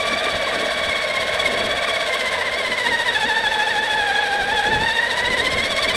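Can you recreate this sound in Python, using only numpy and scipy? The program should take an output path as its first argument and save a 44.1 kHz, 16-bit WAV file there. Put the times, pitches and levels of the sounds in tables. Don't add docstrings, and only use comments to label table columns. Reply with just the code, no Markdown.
import sys
import numpy as np
from scipy import signal
from scipy.fft import rfft, irfft, next_fast_len
from scipy.io import wavfile
from scipy.ndimage import uniform_filter1d, map_coordinates

SR = 44100
rng = np.random.default_rng(int(sys.argv[2]) if len(sys.argv) > 2 else 0)


def invert_db(x):
    u = np.asarray(x, float) / 20
    return 10 ** u


def persist_wave(psi):
    counts = np.round(np.clip(psi, -1, 1) * 32767).astype(np.int16)
    wavfile.write(sys.argv[1], SR, np.atleast_2d(counts).T)


N = 262816

# centre [Hz], width [Hz], level over the slope [dB].
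CASE_MODES = [(1591, 121, 7.5), (1818, 222, 9), (2224, 134, 4), (3392, 83, 9), (3750, 172, 10),
              (4060, 79, 5), (4558, 175, 7), (5240, 73, 4), (5510, 57, 5), (5830, 470, 0), (6730, 104, 4),
              (7770, 184, 8.5), (8340, 140, 12), (8880, 200, 3), (9400, 190, 8.5), (9880, 235, 11.5),
              (11470, 690, 3), (12600, 200, -1), (14500, 700, 5), (15000, 300, 4)]
USUAL_BIND_DB = 8
ROLL_THUD_DB, ROLL_CRUNCH_DB = -45, -39


def unit(x):
    return x / np.sqrt(np.mean(x ** 2) + 1e-20)


def along(points, hz):
    f, v = np.transpose(points)
    return np.interp(np.log(hz + 1), np.log(f + 1), v)


def curves(rows):
    s, *cols = np.transpose(rows)
    return [np.interp(np.arange(N) / SR, s, c) for c in cols]


def wobble(rate):
    knots = rng.standard_normal(int(N * 400 / SR) + 4)
    return map_coordinates(knots, [np.arange(N) * min(rate, 399) / SR])


def bells(s, half):
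    t = np.arange(0, N, 32) / SR
    return np.exp(-.5 * ((t - s[:, None]) / half[:, None]) ** 2)


def spread(coarse):
    return np.interp(np.arange(N), 32 * np.arange(len(coarse)), coarse)


def filtered(x, response):
    m = next_fast_len(N + SR // 2)
    return irfft(rfft(x, m) * response(np.fft.rfftfreq(m, 1 / SR)), m)[..., :N]


def modes(table, f):
    power = sum(invert_db(2 * db) / (1 + ((f * f - c * c) / (w * f + 1)) ** 2) for c, w, db in table)
    return np.sqrt(power)


def gearbox(f):
    # frequency [Hz], level [dB].
    slope = [(300, -44), (700, 2), (1200, -3.5), (2000, -5.5), (3000, -2), (4200, -9.5), (6000, -14.5),
             (9000, -22.5), (12000, -28.5), (15500, -44)]
    return invert_db(along(slope, f)) * (.5 + modes(CASE_MODES, f) ** 2) ** 0.54


def drive(bind_db):
    # time [s], mesh rate [Hz].
    speed = [(0.0, 1149.0), (0.3, 1149.8), (0.6, 1130.2), (1.0, 1097.4), (1.4, 1078.5), (1.8, 1127.2),
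             (2.2, 1034.7), (2.5, 1073.6), (2.8, 974.0), (3.2, 865.4), (3.6, 822.2), (3.9, 849.8),
             (4.2, 824.6), (4.6, 848.5), (4.95, 901.6), (5.3, 1006.8), (5.65, 1070.6), (5.96, 1164.8)]
    # time [s], mesh change [Hz], half length [s].
    slips = [(0.212, 44, 0.025), (0.531, 65, 0.012), (1.393, 59, 0.025), (1.869, 103, 0.012),
             (2.029, 43, 0.025), (2.162, 76, 0.012), (2.392, -81, 0.025), (2.49, -83, 0.012),
             (2.586, 71, 0.025), (2.697, 65, 0.012), (2.772, 65, 0.012), (2.888, 119, 0.012),
             (3.056, 83, 0.025), (3.132, 117, 0.012), (3.274, 56, 0.012), (3.402, 82, 0.035),
             (3.512, 60, 0.035), (3.646, 62, 0.018), (3.706, 84, 0.012), (3.855, 117, 0.012),
             (4.319, -56, 0.012), (4.444, -55, 0.025), (4.519, 56, 0.012), (4.635, -70, 0.012),
             (4.78, -36, 0.018), (5.094, 64, 0.012), (5.39, -73, 0.012), (5.718, 82, 0.012),
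             (5.86, -61, 0.012), (5.912, -147, 0.012)]
    teeth, start_turn = 68, -.265
    bind_hz_per_db, bind_late_turns, wander_hz = 2.4, .09, 16

    s, change_hz, half = np.transpose(slips)
    slip_hz = spread(change_hz @ bells(s, half))
    mesh_hz = curves(speed)[0] + slip_hz
    turn = start_turn + np.cumsum(mesh_hz) / SR / teeth
    drag_hz = bind_hz_per_db * bind_db * np.cos(2 * np.pi * (turn - bind_late_turns))
    uneven_hz = wander_hz * wobble(24) - drag_hz
    tooth = np.cumsum(mesh_hz + uneven_hz) / SR
    return turn, tooth, mesh_hz, slip_hz


def slack(turn, narrow, late):
    return (.5 - .5 * np.cos(2 * np.pi * (turn - late))) ** narrow


def whine(turn, tooth, mesh_hz, slip_hz, load_db, depth_db, gap_db):
    # multiple of mesh rate, level [dB].
    overtones = [(3, 4), (4, 2.5), (5, -1), (6, -5), (7, -3.5), (8, -5), (9, -8.5), (10, -13)]
    # multiple of mesh rate, level [dB].
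    motor_poles = [(0.216, -67)]
    # mesh rate [Hz], level [dB].
    first_pass = [(800, 3.5), (860, 3.5), (930, -3.2), (1040, -4.5), (1090, -5.5), (1170, 0.5)]
    # mesh rate [Hz], level [dB].
    upper_pass = [(800, -36), (880, -31), (950, -39), (1050, -35), (1150, -35.5)]

    harder_db = depth_db - USUAL_BIND_DB
    swell_db = 1.75 * wobble(15) - .025 * np.maximum(slip_hz, 0)
    level_db = -27 + load_db + swell_db
    first_db = along(first_pass, mesh_hz) - 0.51 * load_db
    upper_db = along(upper_pass, mesh_hz) + 0.7 * load_db + 1.44 * harder_db
    rough = 1.7 - .047 * load_db
    angle = 2 * np.pi * (tooth + .027 * rough * wobble(120))

    def tone(k):
        wave = np.sqrt(2) * np.sin(k * angle + .4 * rough * wobble(110))
        flutter = unit(invert_db(rough * (2.4 * wobble(100) + 1.3 * wobble(250))))
        return wave * flutter

    low = (invert_db(first_db) * tone(1) + tone(2)) / np.sqrt(invert_db(2 * first_db) + 1)
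    parting_db = gap_db * slack(turn, narrow=1.6, late=.04)
    low = low * invert_db(-parting_db - 1.9 * np.cos(2 * 2 * np.pi * turn))
    high = sum(invert_db(db) * tone(round(k)) for k, db in overtones)
    high = high * invert_db(-.8 * depth_db * slack(turn, narrow=1.65, late=-0.022))
    rung = filtered(high, lambda f: gearbox(f) * (1 + modes(CASE_MODES, f) ** 2) ** .1)
    hum = sum(invert_db(db + 1.9 * wobble(33)) * np.sin(k * angle) for k, db in motor_poles)
    return invert_db(level_db - 1.0) * low + invert_db(upper_db - 4.2 + 0.3 * swell_db) * rung + hum


def grind(turn, tooth, level_db, depth_db, rumble_db):
    pinion = 14 / 68
    split_hz = 2800
    gate = 1 + .5 * np.cos(2 * np.pi * tooth) + 0.049 * np.cos(2 * np.pi * turn / pinion)

    def scrape():
        return unit(rng.standard_normal(N) * gate * invert_db(1.1 * wobble(250) + .6 * wobble(50)))

    loose = slack(turn, narrow=1.6, late=-.02)
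    bright = filtered(scrape() * invert_db(level_db - depth_db * loose),
                      lambda f: gearbox(f) / np.sqrt(1 + (split_hz / (f + 1)) ** 4))
    dull = filtered(scrape() * invert_db(rumble_db - 0.022 * depth_db * loose),
                    lambda f: gearbox(f) / np.sqrt(1 + (f / split_hz) ** 4))
    return invert_db(21.5) * bright + invert_db(-17.5) * dull


def tub(turn, tooth, level_db):
    # centre [Hz], width [Hz], level [dB].
    tub_modes = [(472, 63, 1.5), (543, 47, -3), (645, 153, 4)]
    bounce_angle = 2 * np.pi * .55 * tooth
    bounce = wobble(200) * np.sin(bounce_angle) + wobble(200) * np.cos(bounce_angle)
    knocks = bounce + 5 * rng.standard_normal(N)
    knocks = knocks * invert_db(1.2 * wobble(100) - slack(turn, narrow=1, late=0))
    rung = filtered(knocks, lambda f: modes(tub_modes, f) ** 2.05)
    power = np.abs(uniform_filter1d(rung ** 2, size=SR // 2))
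    return invert_db(level_db - 0.63) * rung / np.sqrt(power + 1e-12)


def footprints():
    # time [s], thud [dB], crunch [dB], half length [s].
    lumps = [(0.125, -47, -30, 0.024), (0.365, -36, -37.5, 0.023), (.59, -63, -36.5, 0.053),
             (0.887, -43, -37, 0.013), (1.208, -52, -55, 0.019), (1.534, -52, -36, 0.089),
             (1.687, -51, -39, 0.035), (2.709, -41, -34, 0.013), (2.918, -48, -35.5, 0.021),
             (3.27, -54.5, -35, .02), (3.456, -40, -55, 0.0098), (4.02, -46, -69, 0.018),
             (4.424, -43, -45.5, .025), (4.563, -43, -55, 0.062), (4.774, -35, -31.5, 0.06),
             (5.23, -42, -48.5, 0.015), (5.32, -40, -36.5, 0.028), (5.433, -36, -33.5, 0.042),
             (5.574, -36.5, -34.5, 0.026), (5.687, -42, -41, 0.058), (5.943, -42.5, -33.5, 0.061)]
    s, thud_db, crunch_db, half = np.transpose(lumps)
    humps = bells(s, half)
    thud = invert_db(ROLL_THUD_DB) + spread(invert_db(thud_db) @ humps)
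    crunch = invert_db(ROLL_CRUNCH_DB) + spread(invert_db(crunch_db) @ humps)
    return thud, crunch


def wheels(thud, crunch):
    # time [s], peak [dB].
    bumps = [(0.06, -19), (0.265, -3), (0.46, -27), (0.86, -22.5), (2.682, -28), (2.883, -20), (3.439, -25),
             (3.942, -37), (4.314, -35), (4.682, -34), (5.549, -2.5)]
    # frequency [Hz], level [dB].
    thud_colour = [(20, -3), (60, 4), (130, 0), (200, -3.5), (400, -70)]
    # frequency [Hz], level [dB].
    crunch_colour = [(100, -23), (170, -5.5), (225, 2), (330, -3.5), (500, 5.5), (1000, -83), (2000, -60)]
    # frequency [Hz], level [dB].
    hiss_colour = [(2000, -47), (4000, -6), (8000, -25), (12000, -24), (15500, -36)]

    def noise(colour):
        return unit(filtered(rng.standard_normal(N), lambda f: invert_db(along(colour, f))))

    jolts = np.zeros(N + SR)
    t = np.arange(SR // 10) / SR
    for s, db in bumps:
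        jolts[round(s * SR):][:len(t)] += invert_db(db - 19.0 - 60 * t / 0.044) * (1 - np.exp(-t / 0.003))
    rumble = thud * invert_db(1.9 * wobble(14)) * noise(thud_colour)
    crushing = (crunch * invert_db(1.9 * wobble(17)) + jolts[:N]) * noise(crunch_colour)
    return rumble + crushing + invert_db(-49) * noise(hiss_colour)


def grit():
    # time [s], peak [dB].
    ticks = [
        (2.145, -27),
    ]
    out = np.zeros(N + SR)
    t = np.arange(SR // 50) / SR
    for s, db in ticks:
        out[round(s * SR):][:len(t)] += invert_db(db + 3 - 60 * t / .012) * rng.standard_normal(len(t))
    return filtered(out[:N], lambda f: 1 / np.sqrt((1 + (7000 / (f + 1)) ** 6) * (1 + (f / 12000) ** 4)))


def scene():
    # time [s], load over free running [dB],
    # how hard the tight arc binds [dB], how far the teeth part when slack [dB].
    effort = [(0, 1, 8, 2.5), (.7, -1, 7.5, 3), (.9, 3, 7.5, 2), (1.5, -0.3, 9.5, 3), (2, 0.5, 8.5, 3),
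              (2.4, 3, 7.5, 6), (2.6, 5, 7.5, 15), (2.7, 9, 8.5, 12), (3.1, 8.5, 8, 8), (3.5, 9.5, 6, 6),
              (4.2, 8.5, 6, 3), (4.84, 7.5, 6, 4.5), (4.87, 10.5, 9, 1), (5.05, 10, 5, 7), (5.09, 8, 10, 8),
              (5.4, 6.5, 10.5, 2.5), (5.65, 7, 10.5, 8), (5.96, 2.5, 13, 3)]
    load_db, bind_db, gap_db = curves(effort)
    harder_db = bind_db - USUAL_BIND_DB
    turn, tooth, mesh_hz, slip_hz = drive(bind_db)
    thud, crunch = footprints()

    grind_db = -40 + 1.14 * harder_db + 1.26 * wobble(15)
    rumble_db = 1.24 - 0.22 * load_db
    gears = whine(turn, tooth, mesh_hz, slip_hz, load_db, bind_db, gap_db)
    gears = gears + grind(turn, tooth, grind_db, bind_db, rumble_db)
    tub_db = -26.5 - .6 * load_db + 0.27 * harder_db + 0.37 * np.log(thud / invert_db(ROLL_THUD_DB))
    return (gears + tub(turn, tooth, tub_db) + wheels(thud, crunch) + grit())[None]


def top_cut(x):
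    return signal.sosfilt(signal.butter(12, 15600, fs=SR, output="sos"), x)


def record(dry):
    top_hz, fade_hz = 15450, 350
    limited = filtered(dry, lambda f: np.clip((top_hz - f) / fade_hz, 0, 1) ** 2)
    return top_cut(limited)


dry = scene()
out = record(dry)
persist_wave(out)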